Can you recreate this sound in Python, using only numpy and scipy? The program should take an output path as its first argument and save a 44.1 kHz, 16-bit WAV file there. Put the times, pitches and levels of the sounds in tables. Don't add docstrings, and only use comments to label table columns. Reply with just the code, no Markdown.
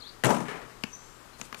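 import sys
import numpy as np
from scipy import signal
from scipy.io import wavfile
from scipy.ndimage import uniform_filter1d

SR = 44100
rng = np.random.default_rng(int(sys.argv[2]) if len(sys.argv) > 2 else 0)


def materialize(psi):
    bounded = np.clip(np.atleast_2d(psi).T, -1, 1)
    quanta = np.round(bounded * 32767).astype(np.int16)
    wavfile.write(sys.argv[1], SR, quanta)


N = 70560
T = np.arange(N) / SR

# start in seconds, then body, clatter, crack in dB.
BOARD_BLOWS = [(0.2372, -44, -26.5, -24), (0.2453, -42.5, -31, -24), (0.2544, -40.5, -25.5, -26),
               (.2640, -37, -24, -30), (0.2906, -35, -26, -38), (0.3044, -30.5, -22.5, -29.5),
               (0.3243, -35, -50, -55), (0.3444, -49, -33.5, -36.5), (0.3657, -37, -34.5, -40),
               (0.404, -59, -34, -41)]
# pitch in Hz, level in dB, t60 in seconds.
BOARD_MODES = [(151, -14.5, 0.76), (718, -15, 0.4), (237.85, 3.5, 0.34), (276, -6.5, 0.44), (317, -1, 0.4),
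               (375, -7.5, 0.12), (404, -6, 0.1), (543.5, -5.5, 0.19), (598, -12.5, 0.26), (677, -19, 0.35),
               (850, -16, 0.67), (954, -17, 0.27), (1214, -9.5, 0.27)]
# frequency in Hz, relative level in dB per Hz, t60 in seconds.
PANEL_CLATTER = [(50.7, -43, 0.47), (139, 1, 0.63), (290, 4.5, 0.3), (597, 2.5, 0.22), (910, 1, 0.28),
                 (1490, -15, 0.49), (2940, -25.5, 0.4), (4600, -26.5, 0.26), (7530, -21, 0.35),
                 (15000, -50, 0.51)]
# frequency in Hz, relative level in dB per Hz, t60 in seconds.
METAL_CRACK = [(200, -4, 0.031), (1570, 9.5, 0.048), (2960, 4.5, 0.059), (4160, -6, 0.056),
               (7240, -3.5, 0.08), (10500, -7.5, 0.051), (14900, -15.5, 0.043)]


def backboard():
    starts, body_db, clatter_db, crack_db = np.transpose(BOARD_BLOWS)
    boom_start_s, boom_hz, rise_s, fall_s = 0.238, 128, 0.014, 0.019
    age = np.maximum(T - boom_start_s, 0)
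    flex = np.minimum(age / rise_s, 1) * np.exp(-np.maximum(age - rise_s, 0) / fall_s)
    boom = from_db(-21.5) * flex * np.sin(2 * np.pi * boom_hz * age)
    body = 0
    for hz, db, t60 in BOARD_MODES:
        spread_db = rng.normal(0, 1, len(starts))
        body += ring(clicks(starts, body_db + db + spread_db), hz, t60)
    clatter = dense_ring(clicks(starts, clatter_db), PANEL_CLATTER)
    crack = dense_ring(clicks(starts, crack_db), METAL_CRACK)
    return boom + body + clatter + crack


# start in seconds, level in dB, pitch in Hz.
FITTING_CLINKS = [(0.2462, -22.5, 8350), (.2490, -22.5, 10400), (0.2573, -19, 7050), (0.269, -24, 7500),
                  (0.2975, -29, 10500), (0.385, -37, 6530)]


def fittings():
    return sum(ring(clicks(start, db), hz, t60=0.0064) for start, db, hz in FITTING_CLINKS)


# start in seconds, level in dB.
RIM_KNOCKS = [(0.4558, -44.5), (0.4824, -37), (.495, -44.5), (.512, -40), (0.535, -56), (0.556, -42.5),
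              (0.616, -47.5), (0.696, -52)]
# frequency in Hz, relative level in dB per Hz, t60 in seconds.
RIM_WASH = [(70, -21, 0.81), (194, 0.5, 0.49), (1120, -1, 0.49), (2140, -1, 0.26), (4030, -16.5, 0.2),
            (8030, -18.5, 0.23), (15100, -44, 0.15)]
# pitch in Hz, level in dB, t60 in seconds.
RIM_MODES = [(438.5, -4.5, 0.26), (1748, -2, 0.073)]


def rim():
    knocks = clicks(*np.transpose(RIM_KNOCKS))
    tones = sum(from_db(db) * ring(knocks, hz, t60) for hz, db, t60 in RIM_MODES)
    return dense_ring(knocks, RIM_WASH) + tones


# start in seconds, slap level in dB, slap's opening pitch in Hz,
# slap t60 in seconds, grit level in dB, thump level in dB.
GROUND_HITS = [(0.837, -21, 3090, 0.016, -28, -23.5), (1.3992, -33, 840, 0.0053, -62, -44.5),
               (1.4137, -28, 7040, 0.0094, -33, -39.5), (1.5267, -33.5, 1396, 0.026, -37, -41.5),
               (1.5451, -35, 2680, 0.019, -33, -57)]
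# frequency in Hz, relative level in dB per Hz, t60 in seconds.
GRIT_CRUNCH = [(120, -10, 0.043), (1020, 3, 0.047), (2750, 4.5, 0.021), (3760, -4, 0.018),
               (5000, 0.5, 0.022), (8640, -14.5, 0.025), (15000, -15, 0.013)]


def pavement_hits():
    glide_s, thump_lag_s = 0.0099, 0.00317
    slaps = thumps = grit = 0
    for start, slap_db, slap_hz, t60, grit_db, thump_db in GROUND_HITS:
        age = np.maximum(T - start, 0)
        cycles = slap_hz * glide_s * np.log1p(age / glide_s)
        slaps += from_db(slap_db - 60 * age / t60) * np.sin(2 * np.pi * cycles)
        thumps += ring(clicks(start + thump_lag_s, thump_db), hz=230, t60=0.032)
        grit += clicks(start, grit_db)
    return slaps + thumps + dense_ring(grit, GRIT_CRUNCH)


# peak time in seconds, half width in seconds, level in dB.
SHOE_SCUFFS = [(1.403, 0.014, -54), (1.453, 0.015, -52), (1.592, 0.016, -50.5)]
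# frequency in Hz, relative level in dB per Hz.
SOLE_COLOUR = [(200, 8), (1200, -6.5), (6500, -1), (10000, 2.5), (15000, -32)]


def scuffs():
    sliding = sum(from_db(db) * swell(peak, half) for peak, half, db in SHOE_SCUFFS)
    return sliding * noise(SOLE_COLOUR)


def bird_note(start, length, first_hz, middle_hz, last_hz, db):
    warble_hz = 45
    progress = np.clip((T - start) / length, 0, 1)
    waver = uniform_filter1d(rng.standard_normal(N), size=60)
    glide = first_hz + (last_hz - first_hz) * progress
    arc = 2 * (2 * middle_hz - first_hz - last_hz) * progress * (1 - progress)
    hz = glide + arc + warble_hz * waver / waver.std()
    return from_db(db) * arch(start, length) * np.sin(2 * np.pi * np.cumsum(hz) / SR)


# start and length in seconds, first, middle and last pitch in Hz, level in dB.
BIRD_CHIRPS = [(0.0, 0.0202, 5100, 4300, 3300, -47.5), (1.328, 0.0335, 4000, 4180, 3850, -58),
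               (0.017, 0.0192, 3400, 4300, 3260, -43), (0.067, 0.02, 3400, 4300, 3760, -50),
               (0.028, 0.05, 3200, 3490, 4300, -50.5), (0.058, .028, 3500, 4250, 4750, -45),
               (.089, 0.0126, 4600, 4600, 3370, -43), (0.927, 0.021, 5800, 6010, 5830, -41.5),
               (.945, 0.015, 5940, 6110, 5630, -42)]


def birds():
    chirps = sum(bird_note(*row) for row in BIRD_CHIRPS)
    trill_start_s, trill_length_s, note_s = 0.78, 0.49, 0.021
    starts = np.arange(trill_start_s, trill_start_s + trill_length_s, note_s)
    trill = sum(bird_note(start, note_s, 7800, 7500, 7200, db=-60) for start in starts)
    trill *= np.sqrt(arch(trill_start_s, trill_length_s))
    blur = butterworth(rng.standard_normal(N), [5870, 6440], "band")
    twitter = from_db(-60.5) * swell(peak_s=0.994, half_width_s=0.085) * blur / blur.std()
    return chirps + trill + twitter


# frequency in Hz, relative level in dB per Hz, t60 in seconds.
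YARD_TAIL = [(100, -1, 0.27), (1960, -2, 0.32), (15100, -4.5, 0.037)]


def yard_echo(send):
    response = dense_ring(clicks(0.012, db=0), YARD_TAIL)
    return signal.fftconvolve(send, response / np.linalg.norm(response))[:N]


# frequency in Hz, relative level in dB per Hz.
AIR_COLOUR = [(25, 5), (80, -5.5), (150, -6), (400, -4.5), (700, -9), (1100, -4), (2300, -14), (5000, -18),
              (8000, -20), (16000, -31)]


def air():
    return from_db(-53) * noise(AIR_COLOUR)


def mains_hum():
    hum_hz, first_db, step_db = 122, -62.5, 6.5
    return sum(from_db(first_db - step_db * k) * np.sin(2 * np.pi * ((k + 1) * hum_hz * T + phase))
               for k, phase in enumerate(rng.random(size=9)))


# frequency in Hz, relative level in dB per Hz.
HISS_COLOUR = [(28, -1), (300, -30), (1000, -41), (15000, -50)]


def hiss():
    return from_db(-75) * noise(HISS_COLOUR)


def from_db(db):
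    return 10 ** (np.asarray(db) / 20)


def butterworth(x, hz, kind):
    return signal.sosfilt(signal.butter(2, hz, kind, fs=SR, output="sos"), x)


def at_hz(table, hz, column=1):
    table = np.array(table)
    return np.interp(np.log(hz), np.log(table[:, 0]), table[:, column])


def bands(table):
    edges = np.geomspace(20, 17000, 25)
    centres = np.sqrt(edges[1:] * edges[:-1])
    gains = from_db(at_hz(table, centres)) * np.sqrt(np.diff(edges))
    white = rng.standard_normal((2, N + SR // 4))
    for k, gain in enumerate(gains / np.linalg.norm(gains)):
        band = butterworth(white[k % 2], edges[k:k + 2], "band")[-N:]
        yield centres[k], gain * band / band.std()


def noise(table):
    return sum(band for hz, band in bands(table))


def clicks(times, db):
    out = np.zeros(N)
    samples = np.round(np.atleast_1d(times) * SR).astype(int)
    np.add.at(out, np.clip(samples, 0, N - 1), from_db(db))
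    return out


def ring(x, hz, t60):
    radius, angle = from_db(-60 / (t60 * SR)), 2 * np.pi * hz / SR
    return signal.lfilter([0, np.sin(angle)], [1, -2 * radius * np.cos(angle), radius ** 2], x + 1e-18)


def dense_ring(hits, table):
    out = 0
    for hz, band in bands(table):
        retained = from_db(-120 / (at_hz(table, hz, column=2) * SR))
        energy = signal.lfilter([1], [1, -retained], hits ** 2 + 1e-18)
        out += band * np.sqrt(energy)
    return out


def swell(peak_s, half_width_s):
    return np.exp(-.5 * ((T - peak_s) / half_width_s) ** 2)


def arch(start, length):
    return np.abs(np.sin(np.pi * np.clip((T - start) / length, 0, 1)))


def scene():
    low_cut_hz, gain_db = 97, 5.5
    bed = air()
    play = backboard() + fittings() + rim() + scuffs() + pavement_hits()
    song = birds()
    echo = yard_echo(from_db(-18) * play + from_db(-9) * song)
    foreground = butterworth(play + song + echo, low_cut_hz, "high")
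    return np.array([from_db(gain_db) * (bed + foreground), np.zeros(N)])


def record(dry):
    cutoff_hz = 15300
    high_cut = signal.ellip(10, .3, 80, cutoff_hz, fs=SR, output="sos")
    return signal.sosfilt(high_cut, dry + mains_hum() + hiss())


dry = scene()
out = record(dry)
materialize(out)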